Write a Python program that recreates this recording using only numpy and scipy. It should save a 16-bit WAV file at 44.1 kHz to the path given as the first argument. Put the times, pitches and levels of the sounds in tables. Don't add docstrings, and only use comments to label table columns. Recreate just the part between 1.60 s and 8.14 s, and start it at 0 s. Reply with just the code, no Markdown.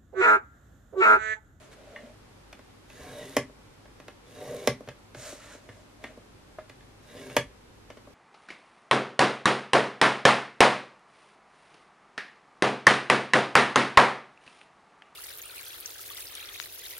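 import sys
import numpy as np
from scipy import signal
from scipy.fft import rfft, irfft, next_fast_len
from scipy.io import wavfile
from scipy.ndimage import map_coordinates

SR = 44100
rng = np.random.default_rng(int(sys.argv[2]) if len(sys.argv) > 2 else 0)


def generate_wav(sig):
    pcm = np.round(np.clip(np.atleast_2d(sig).T, -1, 1) * 32767).astype(np.int16)
    wavfile.write(sys.argv[1], SR, pcm)


N = 288414

# mode_hz, level_db, t60_s
CLINK = [(1610, -11, .05), (1846, 3, 0.073), (2080, -2.5, 0.027), (2846, -4.5, 0.054), (3450, -7, 0.033)]
KNOCK = [(360, -4.5, 0.025), (624.4, 2.5, 0.083), (735, -8, 0.059), (1000, -12, 0.055), (1255, -4.5, 0.058),
         (1446, -11, 0.025), (1690, -9, 0.028)]
# mode_hz, level_db, t60_s
LONG_SIDE = [(1090, 1.5, 0.051), (1614, -2, .03), (1970, 5, 0.032), (2050, 3, 0.063), (2310, -0.5, 0.054),
             (2530, -8.5, 0.046), (3020, -8, 0.024), (5250, -3, .03), (5550, -11, 0.052)]
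SHORT_SIDE = [(904, -7, .08), (1550, -10, 0.018), (1930, -3, 0.031), (2167, 1, 0.032), (2270, 4, .024),
              (2476, -11, 0.05), (3310, -1, 0.03), (4100, -9, .022), (5740, -18, .03)]
# start_s, level_db, body_db, knock_db, clack_db, snap_db, spot_modes
DROPS = [(1.765, -10, -20, -11.5, -16.5, -16.5, LONG_SIDE), (3.072, -5, -23, -15, -21.5, -19, LONG_SIDE),
         (5.7645, -8, -32, -13, -14, -17, SHORT_SIDE)]


def amp(db):
    return 10 ** (np.asarray(db) / 20)


def unit(x):
    return x / np.sqrt(np.mean(x ** 2) + 1e-20)


def ramp(t, length_s):
    return np.clip(t / length_s, 0, 1)


def along(points, hz):
    freqs_hz, values = np.transpose(points)
    return np.interp(np.log(hz + 1), np.log(freqs_hz + 1), values)


def wobble(rate_hz):
    coarse = np.arange(0, N + 16, 16)
    knots = rng.standard_normal(int(N * rate_hz / SR) + 4)
    return np.interp(np.arange(N), coarse, map_coordinates(knots, [coarse * rate_hz / SR]))


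def add(track, start_s, sound):
    part = track[max(round(start_s * SR), 0):][:len(sound)]
    part += sound[:len(part)]


def filtered(x, response):
    n = x.shape[-1]
    size = next_fast_len(n + 8192)
    return irfft(rfft(x, size) * response(np.fft.rfftfreq(size, 1 / SR)), size)[..., :n]


def coloured(x, spectrum):
    return unit(filtered(x, lambda hz: amp(along(spectrum, hz))))


def bandpassed(x, edges_hz):
    return signal.sosfilt(signal.butter(2, edges_hz, "band", fs=SR, output="sos"), x)


def background():
    rush = [(12, -14), (25, -14), (44, -3), (70, -7), (104, -0.5), (172, -8), (255, -5.5), (301, -7.5),
            (388, -8.5), (607, -12.5), (660, -17.5), (759, -13), (11800, -34.5), (14300, -47), (16000, -52)]
    mains = [(50, -62), (100, -63.5)]
    diffuse = [(60, -29.5), (180, -4), (550, -1), (1650, -0.5), (4970, 2), (15000, -3.5)]
    t = np.arange(N) / SR
    mid, side = amp(-55.5) * coloured(rng.standard_normal((2, N)), rush)
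    hum = sum(amp(db + wobble(2.56)) * np.sin(2 * np.pi * hz * t + 0.11 * wobble(3.8))
              for hz, db in mains)
    return mid + hum, filtered(side, lambda hz: amp(along(diffuse, hz)))


def friction(flutter_hz, rough_db=3, snag_db=-9):
    snags = rng.standard_normal(N) * (rng.random(N) < 150 / SR)
    slips = rng.standard_normal(N) * amp(rough_db * wobble(flutter_hz))
    return slips + amp(snag_db) * unit(snags)


def resonated(x, modes, drift_db):
    size = next_fast_len(N + 8192)
    f, spectrum = np.fft.rfftfreq(size, 1 / SR), rfft(x, size)
    out = 0
    for hz, width_hz, db in modes:
        stage = 1j * f * width_hz / (hz * hz - f * f + 1j * f * width_hz)
        out += amp(db + drift_db * wobble(12)) * irfft(spectrum * stage ** 2, size)[:N]
    return unit(out)


def slides():
    pushes = [(.005, 0.022, 0.11, -56.5, -60, -65.5), (.133, 0.03, 0.015, -59, -56.5, -62.5),
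              (.385, 0.33, 0.2, -49.5, -60.5, -72), (3.665, 0.135, 0.14, -48, -50, -48.5),
              (3.85, 0.11, 0.1, -56.5, -52.5, -59), (3.935, 0.049, 0.066, -62, -55, -60),
              (4.17, 0.35, 0.14, -60.5, -68, -71), (4.455, 0.069, 0.1, -49, -56.5, -68)]
    hollow = [(265, 63, -2.5), (448.5, 43, -0.5), (602, 120, 4.5)]
    rustle_colour = [(400, -41), (800, 12.5), (1500, 15.5), (2400, 12), (4000, 4), (8000, -60)]
    hiss_colour = [(1760, -37), (3000, -14), (4410, 0.5), (7000, 4), (11100, -7.5), (13600, -16),
                   (14300, -61), (16000, -61)]
    t, gains = np.arange(N) / SR, 0
    for fastest_s, swell_s, fade_s, *levels_db in pushes:
        window = ramp(t - fastest_s + swell_s, swell_s) * ramp(fastest_s + fade_s - t, fade_s)
        speed = np.sin(np.pi / 2 * window) ** 2
        gains += amp(levels_db)[:, None] * speed ** 0.73
    drone, rustle, hiss = gains
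    force = friction(220, rough_db=1, snag_db=-27)
    return (drone * resonated(force, hollow, drift_db=-0.5)
            + rustle * coloured(force, rustle_colour) + hiss * coloured(force, hiss_colour))


def ringing(modes, attack_s=0.001):
    t = np.arange(SR // 4) / SR
    ring = sum((-1) ** k * amp(db - 60 * t / t60_s) * np.sin(2 * np.pi * hz * t)
               for k, (hz, db, t60_s) in enumerate(modes))
    return ring * (1 - np.exp(-t / attack_s))


def dying_noise(decay):
    hz, t, frames = signal.stft(rng.standard_normal(SR // 4), SR, nperseg=128)
    frames *= amp(-60 * t / along(decay, hz)[:, None])
    x = signal.istft(frames, SR, nperseg=128)[1][:SR // 4]
    return x / np.linalg.norm(x)


def blow(bands_db, spot_modes, board_db, spot_db, click_db, attack_s, spread_s, damping_db_per_s):
    plastic = [(200, 0.038), (2000, 0.078), (6000, 0.05), (13000, 0.084)]
    crack_colour = [(200, 22.5), (600, 0.5), (1100, 1), (1420, 0), (1750, 7), (2200, -1.5), (3000, -2),
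                    (4400, -9), (5050, -5.5), (6800, -7), (8300, -17), (10500, -9), (12500, -35),
                    (16000, -36)]
    board_modes = [(259.4, 9.5, 0.046), (405.4, -4, 0.11), (475, 7.5, 0.031), (580, 6.5, 0.044),
                   (720, -9.5, 0.06), (856, -3.5, 0.05), (1133, -5, 0.061), (1750, -5, 0.019),
                   (2106, 4.5, 0.018)]
    click_colour = [(800, -12), (3000, -2), (6000, 1.5), (8500, -13.5), (12000, -7.5), (16000, -4)]
    bands_hz = [(205, 320), (360, 800), (800, 3500), (3500, 18000)]
    crack = coloured(dying_noise(plastic), crack_colour)
    t = np.arange(len(crack)) / SR
    ring = sum(amp(db + rng.normal(0, 1) - 60 * t / t60_s) * np.sin(2 * np.pi * hz * t)
               for hz, db, t60_s in board_modes)
    hit = crack * (1 - np.exp(-t / spread_s))
    hit += amp(board_db) * unit(ring) * (1 - np.exp(-t / attack_s))
    hit += amp(spot_db) * unit(ringing(spot_modes))
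    hit *= amp(-damping_db_per_s * t)
    click = rng.standard_normal(len(t)) * amp(-60 * t / 0.0056)
    hit += amp(click_db) * coloured(click, click_colour)
    graze = amp(-18) * np.std(crack[t < 0.005]) * rng.standard_normal(len(t))[t < 0.002]
    hit = np.concatenate([graze, hit])
    out = 0
    for k, (edges_hz, db) in enumerate(zip(bands_hz, bands_db)):
        band = bandpassed(hit, edges_hz)
        out += (-1) ** k * amp(db) * band / np.std(band[:SR // 32])
    return out


def pings():
    contacts = [(.36, -40, -46.5, 2045, CLINK), (4.091, -49, -54, 1780, CLINK),
                (4.442, -39.5, -48.5, 2270, CLINK), (4.985, -32, -51.5, 1284, KNOCK)]
    colour = [-21, -19, 0, -25]
    out = np.zeros(N)
    for start_s, ring_db, contact_db, spot_hz, modes in contacts:
        contact = blow(contact_db + np.array(colour), [(spot_hz, 0, 0.018)], board_db=7, spot_db=-6,
                       click_db=-50, attack_s=0.003, spread_s=0.003, damping_db_per_s=30)
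        add(out, start_s, amp(ring_db) * ringing(modes))
        add(out, start_s, contact)
    return out


def thumps(flex_lag_s=0.0165, flex_db=-23, flex_hz=127.7, flex_swell_s=0.0063):
    pushes = [(0.433, -43, 242, 0.01), (1.41, -43, 65, 0.0077), (3.282, -42, 122, 0.0065),
              (3.566, -43, 124, 0.01), (4.094, -44, 107, 0.0095), (5.851, -44.5, 56, 0.018)]
    flexes = [(start_s + flex_lag_s, db + flex_db, flex_hz, flex_swell_s) for start_s, db, *_ in DROPS]
    out, t = np.zeros(N), np.arange(SR // 2) / SR
    for start_s, db, hz, swell_s in pushes + flexes:
        envelope = t / swell_s * np.exp(1 - t / swell_s)
        add(out, start_s, amp(db) * envelope * np.sin(2 * np.pi * hz * t))
    return out


def touch(bands_db, spot_hz):
    return blow(bands_db, [(spot_hz, 0, 0.018)], board_db=0.5, spot_db=-12.5, click_db=-17,
                attack_s=0.00073, spread_s=0.00053, damping_db_per_s=410)


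def taps(stylus_lag_s=0.0024, stylus_db=1):
    ticks = [(.926, -48.5, 2, 2310), (.989, -52.5, -6, 1500), (1.299, -56, 3, 2590),
             (2.254, -54.5, -4, 1700), (2.398, -49, -3.5, 1070), (2.48, -44, -2.5, 1350),
             (3.273, -46.5, -7, 1480), (3.285, -41, -3, 1750), (3.545, -44.5, -2.5, 1510),
             (4.087, -48, -7, 1730), (4.438, -39.5, -3.5, 2330), (5.094, -49.5, 1, 2430),
             (5.205, -60, 2, 1700), (5.697, -47, -3, 2270), (6.3, -45, -4.5, 960),
             (6.369, -50.5, -5.5, 1050)]
    tick_colour = [-19.5, -8, -6, -17]
    stylus = [(2580, -1, 0.031), (3520, 5.5, 0.012), (4370, -4, 0.024), (5530, -4, 0.015)]
    pads = [(1.895, -48.5), (3.205, -40.5), (3.724, -41.5), (3.949, -47.5), (4.573, -45), (6.471, -46)]
    pad_colour = [-14, -6.5, -46, -31]
    out = np.zeros(N)
    for start_s, db, hardness_db_per_band, spot_hz in ticks:
        tilt_db = hardness_db_per_band * (np.arange(4) - 1.5)
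        add(out, start_s, touch(db + np.array(tick_colour) + tilt_db, spot_hz))
        add(out, start_s + stylus_lag_s, amp(db + stylus_db + tilt_db[-1]) * ringing(stylus))
    for start_s, db in pads:
        add(out, start_s, touch(db + np.array(pad_colour), spot_hz=1110))
    return out


def stroke_gains(touch_s=0.055, release_s=0.0046, speed_up_s=0.25, hiss_rise_db=17, grit_db_per_s=5):
    # length_s, rumble_db, chafe_db (both re drone), hiss_db, grit_db (re hiss)
    pulls = [(0.52, -5.5, -15.5, -53, -2.5), (0.45, -9, -19.5, -52.5, -4), (0.38, -4.5, -16, -53.5, -4.5)]
    pressures = [
        [(1.3, -66), (1.36, -56), (1.5, -45.5), (1.56, -44.5), (1.68, -47), (1.75, -49.5)],
        [(2.68, -62), (2.76, -51), (2.826, -39.5), (2.956, -35.5), (2.99, -45), (3.055, -41.5)],
        [(5.42, -65), (5.51, -58), (5.55, -49), (5.65, -46.5), (5.75, -48.5)],
    ]
    t, gains = np.arange(N) / SR, 0
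    for pull, pressure, (end_s, *_) in zip(pulls, pressures, DROPS):
        length_s, rumble_db, chafe_db, hiss_db, grit_db = pull
        age_s = np.clip(t - (end_s - length_s), 0, length_s)
        gate = ramp(age_s, touch_s) * ramp(end_s + release_s - t, release_s)
        drone_db = np.interp(t, *np.transpose(pressure))
        hiss_db -= hiss_rise_db * (1 - ramp(age_s, speed_up_s)) ** 2
        grit_db += hiss_db + grit_db_per_s * (age_s - length_s / 2)
        gains += gate * amp([drone_db + rumble_db, drone_db, drone_db + chafe_db, hiss_db, grit_db])
    return gains


def board_drone(force, node_db=-11):
    modes = [(400.7, 24, 4, 0.08, 0.13), (464, 69, 6, 0.2, 0.12), (601, 54, 6, .18, 0.15),
             (727, 30, -1.5, 0.24, .08)]
    t, ends_s = np.arange(N) / SR, np.array([drop[0] for drop in DROPS])
    next_drop = np.minimum(np.searchsorted(ends_s, t), len(ends_s) - 1)
    to_edge_s = ends_s[next_drop] - t
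    out, power = 0, 0
    for hz, width_hz, db, belly_s, reach_s in modes:
        nearness = np.exp(-((to_edge_s - belly_s) / reach_s) ** 2)
        gain = amp(db + node_db * (1 - nearness))
        out += gain * resonated(force, [(hz, width_hz, 0)], drift_db=2.5)
        power += gain ** 2
    return out / np.sqrt(power)


def wandering(x, pitch_share, rate_hz):
    return map_coordinates(x, [np.cumsum(1 + pitch_share * wobble(rate_hz))], mode="mirror")


def strokes():
    judder_colour = [(200, -32), (330, -4.5), (520, 6), (760, -15), (900, -26), (1300, -31)]
    low_modes = [(137.5, 50, -8), (262, 38, -2.5)]
    wall_modes = [(794, 120, -3), (936, 120, 1), (1092, 150, -1)]
    groove_modes = [(957, 71, -11), (1055, 57, 5.5), (1173, 91, -6.5), (1648, 240, 1), (1944, 140, 4.5),
                    (2052, 53, -3), (2240, 160, 3), (2770, 130, 1), (2970, 130, -3), (3490, 330, -2.5),
                    (3740, 220, -0.5), (4900, 250, -8), (5640, 230, -6), (6540, 500, -6)]
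    paper_colour = [(470, 9.5), (800, -25), (1080, -15), (1290, 2), (1660, 10.5), (3060, -3), (3650, -1),
                    (12100, -34), (14500, -57), (16000, -54)]
    # freq_hz, gain_db
    crunch_colour = [(4000, -3.5), (7700, -8.5), (9200, -6), (12500, -11.5), (14500, -29)]
    rumble, drone, chafe, hiss, grit = stroke_gains()
    force = friction(120, rough_db=-0.5)
    judder = amp(-8) * coloured(friction(190, rough_db=6), judder_colour)
    body = rumble * resonated(force, low_modes, drift_db=0.5)
    body += drone * (amp(-1) * board_drone(force) + judder)
    wall = resonated(friction(160), wall_modes, drift_db=1.5)
    groove = resonated(friction(260), groove_modes, drift_db=3.5)
    rasp = amp(-0.5) * wandering(groove, pitch_share=0.005, rate_hz=16)
    rasp += amp(-6) * coloured(friction(460), paper_colour)
    crunch = coloured(friction(640, rough_db=0.5, snag_db=-5), crunch_colour)
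    patches = amp(1.5 * wobble(50))
    return body + chafe * wall + hiss * patches * rasp + grit * crunch


def drops():
    colour = np.array([-4, -3.5, -5, -8])  # body_db, knock_db, clack_db, snap_db
    out = np.zeros(N)
    for start_s, db, *bands_db, spot_modes in DROPS:
        clack = blow(db + colour + bands_db, spot_modes, board_db=4.5, spot_db=-7, click_db=-11,
                     attack_s=0.00047, spread_s=0.00084, damping_db_per_s=77)
        add(out, start_s, clack)
    return out


def echoes(x):
    walls = [(.0068, -14), (.013, -18.5)]
    out, midrange = np.zeros(N), bandpassed(x, [800, 7000])
    for delay_s, db in walls:
        add(out, delay_s, amp(db) * midrange)
    return out


def room(x, build_s=0.015):
    decay = [(120, 0.3), (500, 0.11), (2000, 0.19), (6000, 0.16), (10000, 0.17), (14000, 0.054)]
    tail = dying_noise(decay)
    t = np.arange(len(tail)) / SR
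    return signal.oaconvolve(x, tail * ramp(t, build_s) ** 2)[:N]


def scene():
    ports = [(100, -56), (600, -35), (1200, -17.5), (2500, -9), (4000, -3), (6000, -2), (8000, 2.5),
             (13000, 10.5)]
    board = drops() + taps() + pings() + thumps() + strokes() + slides()
    mid, side = background()
    mid += board + echoes(board) + amp(-6) * room(board)
    scatter = signal.fftconvolve(board, dying_noise([(500, 0.017), (10000, 0.012)]))[:N]
    lateral = amp(-8) * board + amp(-3.5) * scatter + amp(-6) * room(board)
    side += filtered(lateral, lambda hz: -1j * amp(along(ports, hz)))
    return np.array([mid + side, mid - side])


def record(dry):
    microphone = [(12000, -0.5), (13500, 0.5), (15600, -27)]
    top_hz = 15600
    return filtered(dry, lambda hz: amp(along(microphone, hz)) * (hz < top_hz))


dry = scene()
out = record(dry)
generate_wav(out)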